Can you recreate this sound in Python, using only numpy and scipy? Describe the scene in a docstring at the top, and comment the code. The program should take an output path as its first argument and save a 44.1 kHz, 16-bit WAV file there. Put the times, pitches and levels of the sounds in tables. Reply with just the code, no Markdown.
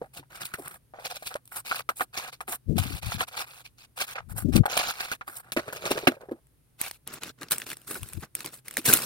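"""Small plastic bead charms are rummaged by hand in a hollow plastic box and dropped on a table; the box is shut and
shelved, then a clear film bag crinkles. Streams of random contacts ring resonances of box, table and film and colour
the beads; short notes and noise bursts make the single blows, snaps and cracks.
Air stirred by the passing arm buffets the left microphone port with low noise.
Close pickup in a quiet small room, two ports a few centimetres apart, over room air and microphone hiss."""
import sys
import numpy as np
from scipy import signal
from scipy.fft import rfft, irfft, next_fast_len
from scipy.io import wavfile
from scipy.ndimage import uniform_filter1d, map_coordinates

SR = 44100
rng = np.random.default_rng(int(sys.argv[2]) if len(sys.argv) > 2 else 0)


def convert_level_to_amplitude(level_db):
    """Map a level in decibels to its linear amplitude factor."""
    exponent = np.asarray(level_db, float) / 20
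    return 10 ** exponent


def inscribe(sig):
    """Save sig as 16-bit PCM at rate SR to the path in sys.argv[1].

    A 1-D sig is mono; a 2-D sig holds one channel per row.
    Samples are clipped to [-1, 1] before scaling.
    """
    pcm = np.round(np.clip(np.atleast_2d(sig).T, -1, 1) * 32767)
    wavfile.write(sys.argv[1], SR, pcm.astype(np.int16))


N = 399105  # length in samples

# hand strokes through charms and film: start [t/s], length [t/s], hollow knock, bead tick, crackle [relative level/dB]
STROKES = [(0.0, 0.067, -52.5, -100, -70.5), (0.291, 0.175, -51.5, -61, -60),
           (0.463, 0.096, -55.5, -65, -62), (0.565, 0.2, -52, -77, -52), (0.93, 0.13, -52.5, -68, -80),
           (0.98, 0.37, -71.5, -63, -60), (1.138, 0.033, -46.5, -43.5, -49), (1.438, 0.08, -91, -78, -65),
           (1.504, 0.1, -49.5, -64.5, -46), (1.64, 0.1685, -49, -42.5, -45),
           (1.951, 0.084, -65, -56, -41.5), (2.123, 0.17, -43, -47, -50.5),
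           (2.466, 0.087, -47.5, -54.5, -38.5), (2.752, 0.237, -48.5, -46, -47),
           (3.009, 0.154, -45.5, -44, -46.5), (3.171, 0.065, -39, -41.5, -46),
           (3.308, 0.1364, -44.5, -50.5, -53), (3.358, 0.061, -43.5, -38.5, -43.5),
           (3.454, 0.1625, -55.5, -56.5, -55.5), (3.768, 0.083, -65.5, -56.5, -62),
           (3.956, 0.088, -44, -44.5, -43), (4.059, 0.073, -47, -47, -46.5),
           (4.282, 0.042, -50.5, -85, -47.5), (4.345, 0.083, -48, -76, -44.5),
           (4.516, 0.067, -40, -40, -41.5), (4.683, 0.225, -38, -36.5, -43.5),
           (4.876, 0.275, -48.5, -48, -52.5), (5.258, 0.1475, -52.5, -78.5, -50),
           (5.419, 0.084, -57, -80.5, -70.5), (5.561, 0.036, -32, -42.5, -48),
           (5.597, 0.32, -53.5, -60, -63), (5.802, 0.26, -50, -50, -55), (6.087, 0.068, -58, -60, -66),
           (6.202, 0.19, -64, -123, -83), (6.773, 0.19, -71, -61, -57), (6.788, 0.097, -47, -43.5, -43.5),
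           (7.057, 0.126, -48.5, -51, -64), (7.201, 0.102, -47, -47.5, -53), (7.368, 0.12, -58.5, -66, -74),
           (7.496, 0.05, -44, -45, -57), (7.532, 0.109, -50.5, -54, -51), (7.649, 0.085, -48.5, -46, -44.5),
           (7.74, 0.117, -65, -67, -63), (7.859, 0.113, -49, -52, -41), (7.964, 0.213, -57, -58, -52.5),
           (8.182, 0.065, -75, -60.5, -54), (8.341, 0.089, -52, -51, -50), (8.496, 0.098, -64, -63.5, -57),
           (8.639, 0.23, -58.5, -57.5, -55), (8.84, 0.048, -38, -30.5, -23), (8.88, 0.089, -36, -35, -26),
           (8.959, 0.154, -40.5, -40.5, -35.5)]
# pieces jolted into a short rattle: time of the jolt [t/s], hollow knock, bead tick, crackle [relative level/dB]
RATTLES = [(0.139, -52, -51, -45.5), (0.169, -38.5, -36.5, -38.5), (0.353, -60, -44, -44),
           (0.413, -36, -34, -36), (0.451, -78, -43.5, -34.5), (0.659, -38.5, -81, -54),
           (1.051, -31.5, -29, -35), (1.106, -31, -36.5, -39.5), (1.264, -39, -31, -30.5),
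           (1.31, -35, -56, -54), (1.564, -37, -44.5, -27.5), (1.753, -32, -43, -42.5),
           (2.174, -38, -29, -37), (2.326, -46, -40, -44), (2.523, -32, -47, -30), (2.826, -41, -40, -45),
           (3.117, -34.5, -36.5, -41), (3.278, -41.5, -42.5, -42), (3.65, -53, -41, -47),
           (4.005, -29.5, -25.5, -28.5), (4.157, -30, -42.5, -53), (4.182, -30.5, -53, -65),
           (4.378, -39.5, -62, -30), (4.79, -30, -26, -33.5), (4.882, -52, -50, -38),
           (5, -29.5, -30.5, -35), (5.039, -37, -39.5, -42), (5.364, -71, -73, -35.5),
           (5.679, -34.5, -52, -52), (5.76, -41.5, -37, -42.5), (5.858, -26.5, -30, -35.5),
           (5.911, -26.5, -26.5, -36), (5.973, -28, -34.5, -41.5), (6.118, -37, -66, -59),
           (6.209, -42.5, -62, -61), (7.132, -56, -51, -36), (7.417, -34.5, -44.5, -45.5),
           (7.514, -47, -29, -16.5), (7.908, -36, -49, -38), (8.228, -34.5, -44, -55),
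           (8.471, -38.5, -40, -44), (8.534, -50, -54, -39), (8.885, -17.5, -27, -22.5)]
# single blows: start [t/s], knock [relative level/dB], knock pitch [f/Hz], snap, table thud [relative level/dB]
BLOWS = [(0.016, -26.5, 494, -72, -58), (0.19, -48, 135, -80, -51), (0.538, -22, 1430, -27.5, -83),
         (0.586, -37, 610, -53.5, -40.5), (1.224, -32.5, 720, -36, -80), (1.354, -24.5, 600, -38, -64),
         (1.713, -13, 1420, -42, -77), (1.89, -13, 1306, -24.5, -54), (2.008, -12, 1230, -28, -43.5),
         (2.406, -22.5, 1190, -33.5, -70), (2.479, -24.5, 1430, -54, -42), (2.781, -23, 750, -17, -70),
         (3.207, -13.5, 1740, -27.5, -50), (4.557, -27.5, 486, -19, -61), (4.656, -14.5, 795, -27.5, -68),
         (4.769, -19, 690, -15.5, -64), (5.116, -18.5, 1510, -22, -55), (5.278, -28, 1190, -38, -53),
         (5.52, -29.5, 1310, -21.5, -60), (5.565, -18, 607, -29.5, -30.5), (5.726, -29.5, 1000, -28.5, -78),
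         (5.906, -29, 450, -22, -30), (6.072, -9, 730, -17, -18), (6.313, -31, 522, -48.5, -33.5),
         (7.955, -25.5, 1460, -35, -90), (8.445, -32, 1066, -28, -44), (8.778, -34.5, 553, -20, -38),
         (8.9275, -20, 1290, -10.5, -30.5)]
# small clacks of one piece on the hollow box: start [t/s], knock [relative level/dB], pitch [f/Hz]
TAPS = [(0.229, -44.5, 930), (0.937, -34.5, 776), (0.987, -33.5, 710), (1.517, -41, 1410),
        (1.794, -28, 1220), (1.997, -23, 1370), (4.635, -29.5, 765), (4.679, -26, 770), (4.729, -32, 686),
        (4.797, -26, 735), (4.811, -35, 760), (4.836, -31, 750), (4.886, -27, 770), (4.898, -46, 790),
        (5.078, -46, 774), (5.211, -26, 1320), (5.838, -32, 500), (5.955, -29.5, 430), (6.034, -32, 413),
        (6.168, -40.5, 544), (6.234, -39, 510), (6.287, -35.5, 400)]
# a tap is a blow without snap or thud
KNOCKS = BLOWS + [(start, db, hz, -np.inf, -np.inf) for start, db, hz in TAPS]
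# rattle left by a blow: knock over the blow's knock, tick over its snap, crackle over its snap [level/dB]
AFTER_BLOW_DB = (-7.5, -10.5, -6)
# single ticks of rings and beads, creases of the bag popping: start [t/s], bright part, body [relative level/dB]
SNAPS = [(0.68, -23.5, -54), (1.341, -48, -25.5), (1.455, -40, -68), (1.476, -37, -59), (6.469, -52, -62),
         (6.814, -11, -33), (6.911, -24, -27), (7.075, -19.5, -48), (7.234, -22, -19.5), (7.388, -55, -54),
         (7.4128, -31, -36), (7.431, -42, -23.5), (7.4845, -60, -34), (7.5102, -16.5, -25),
         (7.5287, -26, -20.5), (7.582, -18.5, -49), (7.6, -26.5, -43), (7.618, -46, -23), (7.702, -24, -32),
         (7.7154, -29, -25), (7.7308, -28, -29), (7.7694, -32, -51), (7.8163, -41, -52), (7.9086, -26, -41),
         (8.031, -26, -32), (8.0877, -32, -52), (8.133, -24.5, -35.5), (8.2073, -36, -58),
         (8.3515, -14, -66), (8.4054, -26, -29), (8.46, -20.5, -25.5), (8.682, -22.5, -33),
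         (8.7098, -26, -36), (8.7394, -28, -60), (8.7694, -13.5, -16), (8.9369, 5, -35), (8.972, -17, -33)]
# hard cracks as the lid shuts and the box hits the shelf: start [t/s], crack [relative level/dB]
LANDINGS = [(5.566, -17.5), (6.07, -1.5)]
# gusts on the left port, a list of points for each: time [t/s], low push [level/dB]
GUSTS = [
    [(2.63, -67), (2.69, -22), (2.77, -20), (2.83, -29.5), (2.94, -28.5), (3.01, -45.5), (3.06, -33.5),
     (3.12, -43), (3.15, -28.5), (3.21, -33), (3.27, -61.5)],
    [(4.2, -51), (4.3, -36.5), (4.43, -31), (4.46, -19), (4.5, -18), (4.525, -26), (4.56, -16.5),
     (4.61, -16.5), (4.65, -53)],
    [(7.98, -48), (8.02, -39.5), (8.1, -53.5), (8.18, -25.5), (8.25, -63)],
]

# spans in which the whole box is opened, shut or carried: from [t/s], to [t/s]
BOX_MOVED = [(0, .8), (5.45, 6.45)]
# where the pieces knock: time [t/s], share on the deep floor of the box [0-1; the rest on its wall or the table]
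FLOOR_SHARE = [(0, 0.87), (.25, 0.38), (.56, 0.1), (.6, 0.83), (.66, 0.2), (.94, 0.67), (1.4, 0.39),
               (1.5, 0.36), (2.8, 0.42), (4.1, 0.33), (4.5, 0.45), (4.63, 0.45), (5.06, 0.31), (5.15, 0.25),
               (5.48, 0.4), (5.62, 0), (6.4, 0.79), (6.7, 0.35)]
# how much earlier the left port hears the sources: time [t/s], lead [t/ms]
LEFT_LEAD = [(6.4, 0.2167), (6.7, 0.027)]

# hollow box, two floor resonances and then one of the wall: centre [f/Hz], width [f/Hz], relative level [level/dB]
BOX = [(508, 80, -12.5), (765, 118, -10.5), (1375, 580, 0)]
# the whole box rocking and sliding: centre [f/Hz], width [f/Hz], relative level [level/dB]
SHELL = [(400, 120, -4.5), (628, 130, 1)]
# cracking walls of the box: centre [f/Hz], width [f/Hz], relative level [level/dB]
WALLS = [(1360, 570, 5.5), (2640, 450, 6), (3970, 1400, -2.5)]
# table top: centre [f/Hz], width [f/Hz], relative level [level/dB]
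TABLE = [(135, 96, 13), (233, 74, 6.5), (350, 76, 10)]
# colour of the bead charms: frequency [f/Hz], relative level [level/dB]
BEADS = [(1700, -7.5), (2400, 4), (3200, 0), (4400, -0.5), (5500, -6), (7000, -6), (8200, -25.5)]
# colour of the bright crackle: frequency [f/Hz], relative level [level/dB]
CRACKLE = [(6800, -7), (7900, 1.5), (8400, 5.5), (10000, 4), (15500, 0)]
# dull body of the film bag: frequency [f/Hz], relative level [level/dB]
FILM = [(45, -41), (120, 11.5), (350, 11.5), (900, -1), (2300, -49)]
# fine wrinkles of the film: frequency [f/Hz], relative level [level/dB]
CREASES = [(1500, -5.5), (2500, -0.5), (7500, -6.5), (8300, -16)]
# low push of a gust: frequency [f/Hz], relative level [level/dB]
LOW_GUST = [(15, -21.5), (40, 1.5), (100, 12), (220, -8), (400, -82)]
# faster flutter of a gust: frequency [f/Hz], relative level [level/dB]
FLUTTER = [(90, -18), (160, -1), (300, -6), (620, -28.5), (900, -57)]
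# room air and microphone hiss: frequency [f/Hz], relative density [level/dB]
HUSH = [(25, -33.5), (55, -15.5), (92, -23), (123, -9.5), (195, -30), (249, -26), (714, -39), (7600, -49.5),
        (8800, -41.5), (11000, -41.5), (15500, -47.5)]

SHUT_AT, BAG_FROM = 5.56, 7.0  # the lid closes, the bag comes out (s)
STROKE_RISE_S, STROKE_FALL_S = 0.019, 0.019
STROKE_FADE_DB = -1  # a stroke tires by this from start to end
RATTLE_LEAD_S, RATTLE_RISE_S, RATTLE_T60 = 0.014, 0.019, 0.079  # starts ahead of its time, builds and dies (s)
AFTER_RISE_S, AFTER_T60 = 0.0043, 0.057  # the rattle left by a blow starts with it and dies (s)
CRACK_RISE_S, CRACK_T60 = 0.0041, 0.046  # (s)
FLUTTER_EVEN_DB, FLUTTER_GROWS = -18, 1.92  # push level where the flutter equals it; dB of flutter per dB of push
ROOM_T60 = 0.015  # nearby table, box and shelf (s)
HUSH_DB = -64.5  # rms of the two ports' average


def unit(x):
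    """Scaled to rms 1."""
    return x / np.sqrt(np.mean(x ** 2) + 1e-20)


def along(points, hz):
    """Interpolates (Hz, value) points on a log frequency axis."""
    f, v = np.transpose(points)
    return np.interp(np.log(hz + 1), np.log(f + 1), v)


def curves(rows):
    """One value per sample for each column after the time; -120 dB outside."""
    s, *cols = np.transpose(rows)
    return [np.interp(np.arange(N) / SR, s, c, -120, -120) for c in cols]


def filtered(x, response):
    """x times a complex response of frequency."""
    m = next_fast_len(N + 8192)
    return irfft(rfft(x, m) * response(np.fft.rfftfreq(m, 1 / SR)), m)[..., :N]


def coloured(x, spectrum):
    """x through a (Hz, dB) spectrum."""
    return filtered(x, lambda hz: convert_level_to_amplitude(along(spectrum, hz)))


def rung(x, modes):
    """x through a body's (Hz, width Hz, dB) resonances, added with alternating sign."""
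    def response(f):
        return sum((-1) ** k * convert_level_to_amplitude(db) * 1j * f * w / (c * c - f * f + 1j * f * w)
                   for k, (c, w, db) in enumerate(modes))
    return filtered(x, response)


def steady(x, span):
    """x brought to about rms 1 over every span of seconds, so that its level follows the hand."""
    return x / np.sqrt(np.abs(uniform_filter1d(x ** 2, int(span * SR))) + 1e-9)


def contacts(rate, spread_db, life):
    """Envelope of random contacts: rate a second, sizes with a long capped tail, each decaying over life s."""
    chance, size = rng.random(N), rng.exponential(size=N)
    spikes = (chance < rate / SR) * convert_level_to_amplitude(spread_db * np.minimum(size, 4))
    return signal.lfilter([1], [1, -np.exp(-1 / (life * SR))], spikes)


def effort():
    """Knock, tick and crackle gains: strokes rise, tire and stop; rattles build and die."""
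    gain = np.zeros((3, N + SR))

    def add(start, levels_db, shape):
        first = round(start * SR)
        gain[:, first:first + len(shape)] += np.outer(convert_level_to_amplitude(levels_db), shape)

    for start, length, *levels_db in STROKES:
        t = np.arange(int((length + STROKE_FALL_S) * SR)) / SR
        ramps = np.clip(np.minimum(t / STROKE_RISE_S, (t[-1] - t) / STROKE_FALL_S), 0, 1) ** 2
        add(start, levels_db, ramps * convert_level_to_amplitude(STROKE_FADE_DB * (t / length - 3.5)))

    t = np.arange(SR // 5) / SR

    def swell(rise, t60):
        return np.minimum(t / rise, 1) ** 2 * convert_level_to_amplitude(-60 * np.maximum(t - rise, 0) / t60)

    for start, *levels_db in RATTLES:
        add(start - RATTLE_LEAD_S, levels_db, swell(RATTLE_RISE_S, RATTLE_T60))
    for start, db, hz, snap_db, thud_db in KNOCKS:
        add(start, np.add((db, snap_db, snap_db), AFTER_BLOW_DB), swell(AFTER_RISE_S, AFTER_T60))
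    return gain[:, :N]


def shifting(x, depth_db):
    """Every contact meets other pieces: the colour drifts in patches about 1 kHz by 30 ms."""
    z = signal.stft(x, nperseg=128)[2]
    field = uniform_filter1d(rng.standard_normal(z.shape), size=3, axis=0)
    field = uniform_filter1d(field, size=20, axis=1)
    return signal.istft(z * convert_level_to_amplitude(depth_db * unit(field)), nperseg=128)[1][:N]


def stirring():
    """A stream of small contacts knocks the box, ticks the beads and crackles, later in the film bag."""
    t = np.arange(N) / SR
    in_box = t < BAG_FROM
    knock_gain, tick_gain, crackle_gain = effort()
    touch = 1.1 + contacts(rate=500, spread_db=3.5, life=0.0007)  # shared by all three layers

    def own():
        return (touch + contacts(rate=250, spread_db=3.5, life=0.0005)) * rng.standard_normal(N)

    clacks = contacts(rate=110, spread_db=5, life=0.0005) * rng.standard_normal(N)
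    dull = own() + 2.5 * clacks
    fine = own() + clacks

    floor = unit(rung(rung(dull, BOX[:2]), [(715, 3200, 0)]))
    wall = unit(rung(rung(dull, BOX[2:]), [(1430, 1300, 0)]))
    on_floor = np.clip(np.interp(t, *np.transpose(FLOOR_SHARE)), 0, 1)
    box = on_floor * floor + (1 - on_floor) * wall
    bag = unit(coloured(dull, FILM)) + convert_level_to_amplitude(-4.0) * wall
    hollow = np.where(in_box, box, bag)
    fine = np.where(in_box, unit(coloured(fine, BEADS)), unit(coloured(fine, CREASES)))

    moved = sum((t >= start) & (t < end) for start, end in BOX_MOVED)
    # a moved box shakes the table
    table = convert_level_to_amplitude(-8.5) * moved * steady(rung(rung(dull, TABLE), [(260, 10000, 0)]), 0.07)
    shut = moved & (t > SHUT_AT)  # then the box also sounds as one shell
    shell = steady(rung(rung(dull, SHELL), [(500, 570, 0)]), 0.026)
    hollow = np.where(shut, convert_level_to_amplitude(-2.0), 1) * steady(hollow, 0.035)

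    knock = knock_gain * (hollow + table + shut * shell)
    tick = tick_gain * steady(shifting(fine, depth_db=1.2), 0.045)
    crackle = crackle_gain * steady(coloured(own(), CRACKLE), 0.06)
    return knock + tick + crackle


def hush():
    """Room air and microphone hiss: noise mostly alike at both ports in the bass, hardly in the treble."""
    def turn(f):
        likeness = along([(130, 0.8), (300, 0.31), (700, 0.084)], f)  # (Hz, correlation of the ports)
        return np.arccos(np.clip(likeness, -1, 1)) / 2

    noise = rng.standard_normal((2, N))
    mid, side = filtered(noise, lambda f: [np.cos(turn(f)), np.sin(turn(f))])
    pair = coloured(np.array([mid + side, mid - side]), HUSH)
    return convert_level_to_amplitude(HUSH_DB) * pair / np.std(pair.mean(axis=0))


def blows():
    """Each blow rings a short hollow note, snaps brightly and thumps the table; returns sharp part and thud."""
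    knock, snap, thud = np.zeros((3, N + SR))
    t = np.arange(SR // 16) / SR

    def burst(t60):
        return convert_level_to_amplitude(-60 * t / t60) * (1 - np.exp(-t / 0.0016)) * rng.standard_normal(len(t))

    for start, db, hz, snap_db, thud_db in KNOCKS:
        at = slice(round(start * SR), round(start * SR) + len(t))
        # the note falls 60 dB in 17.2 cycles
        note = convert_level_to_amplitude(-60 * t * hz / 17.2) * np.sin(2 * np.pi * hz * t) * (1 - np.exp(-t / 0.00094))
        # a higher, briefer mode gives the crack
        note += 0.48 * convert_level_to_amplitude(-60 * t * hz / 6.9) * np.sin(2 * np.pi * 1.62 * hz * t)
        knock[at] += convert_level_to_amplitude(db + 7.0) * note
        snap[at] += convert_level_to_amplitude(snap_db + 12.5) * burst(0.0037)
        thud[at] += convert_level_to_amplitude(thud_db + 22.0) * burst(0.075)
    bright = convert_level_to_amplitude(8.5) * coloured(snap[:N], BEADS) + coloured(snap[:N], CRACKLE)
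    return knock[:N] + bright, rung(rung(thud[:N], TABLE[1:]), [(300, 450, 0.014)])


def snaps():
    """A ring or bead ticks or a crease pops over: a very short wide noise click, bright part and body."""
    body, bright = np.zeros((2, N + SR))
    t = np.arange(SR // 50) / SR
    for start, db, body_db in SNAPS:
        click = convert_level_to_amplitude(-60 * t / 0.007) * (1 - np.exp(-t / 0.0004)) * rng.standard_normal(len(t))
        at = slice(round(start * SR), round(start * SR) + len(t))
        bright[at] += convert_level_to_amplitude(db + 4.0) * click
        body[at] += convert_level_to_amplitude(body_db + 11.5) * click
    return coloured(bright[:N], CRACKLE) + rung(body[:N], [(2000, 2370, 0.0037)])


def gusts():
    """Eddies of stirred air: a lumpy low push and a faster flutter that grows with it."""
    low_db = np.max([curves(rows)[0] for rows in GUSTS], axis=0)
    flutter_db = FLUTTER_EVEN_DB + FLUTTER_GROWS * (low_db - FLUTTER_EVEN_DB)

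    def eddies():
        return (0.5 + contacts(rate=33, spread_db=2.5, life=0.011)) * rng.standard_normal(N)

    push = convert_level_to_amplitude(low_db) * steady(coloured(eddies(), LOW_GUST), 0.52)
    flutter = convert_level_to_amplitude(flutter_db) * steady(coloured(eddies(), FLUTTER), 0.091)
    return push + flutter


def landing():
    """Hard cracks of the box walls: resonant noise that rises fast and dies."""
    walls = unit(rung(rung(rng.standard_normal(N), WALLS), [(2175, 2400, 0)]))
    envelope = np.zeros(N)
    for start, db in LANDINGS:
        since = np.maximum(np.arange(N) / SR - start, 0)
        envelope += convert_level_to_amplitude(db - 60 * since / CRACK_T60) * (1 - np.exp(-since / CRACK_RISE_S))
    return walls * envelope


def ports(x, wet_db):
    """Direct sound is later at the right port; a short room echo of random tails differs between the ports."""
    s, ms = np.transpose(LEFT_LEAD)
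    i = np.arange(N)
    late = map_coordinates(x, [i - np.interp(i / SR, s, ms) * SR / 1000], order=3)
    size = SR // 20
    tails = rng.standard_normal((12, 2, size)) * convert_level_to_amplitude(-60 * np.arange(size) / SR / ROOM_T60)
    tails = tails / np.linalg.norm(tails, axis=2, keepdims=True)
    # short room echo: one of twelve random tails is drawn every 256 samples
    drawn = rng.integers(len(tails), size=N // 256 + 1).repeat(256)[:N]
    echo = np.zeros((2, N))
    for k, tail in enumerate(tails):
        share = uniform_filter1d(1. * (drawn == k), size=128)
        echo += signal.oaconvolve((x * share)[None], tail, axes=1)[:, :N]
    treble = filtered(echo, lambda f: 1j * f / (1500 + 1j * f))  # bass wraps round both ports alike
    return (np.array([x, late]) + convert_level_to_amplitude(wet_db) * treble) / np.sqrt(1 + convert_level_to_amplitude(wet_db) ** 2)


def scene():
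    """Table-top sounds through both ports, gusts on the left (30 dB weaker on the right), hush under all."""
    sharp, thud = blows()
    near = ports(stirring() + landing(), wet_db=2.5)
    near = near + ports(sharp + thud + snaps(), wet_db=-3)
    return near + gusts() * convert_level_to_amplitude([[0], [-30]]) + hush()


def low_pass(x):
    """Removes everything above the highest recorded frequency."""
    return signal.sosfilt(signal.butter(12, 17100, fs=SR, output="sos"), x)


def record(dry):
    """Steep band limit at 16 kHz, then clipping at full scale."""
    limited = filtered(dry, lambda hz: 1 / (1 + (hz / 16000) ** 240))
    mix = np.clip(limited, -1, 1)
    return low_pass(mix)


dry = scene()
out = record(dry)
inscribe(out)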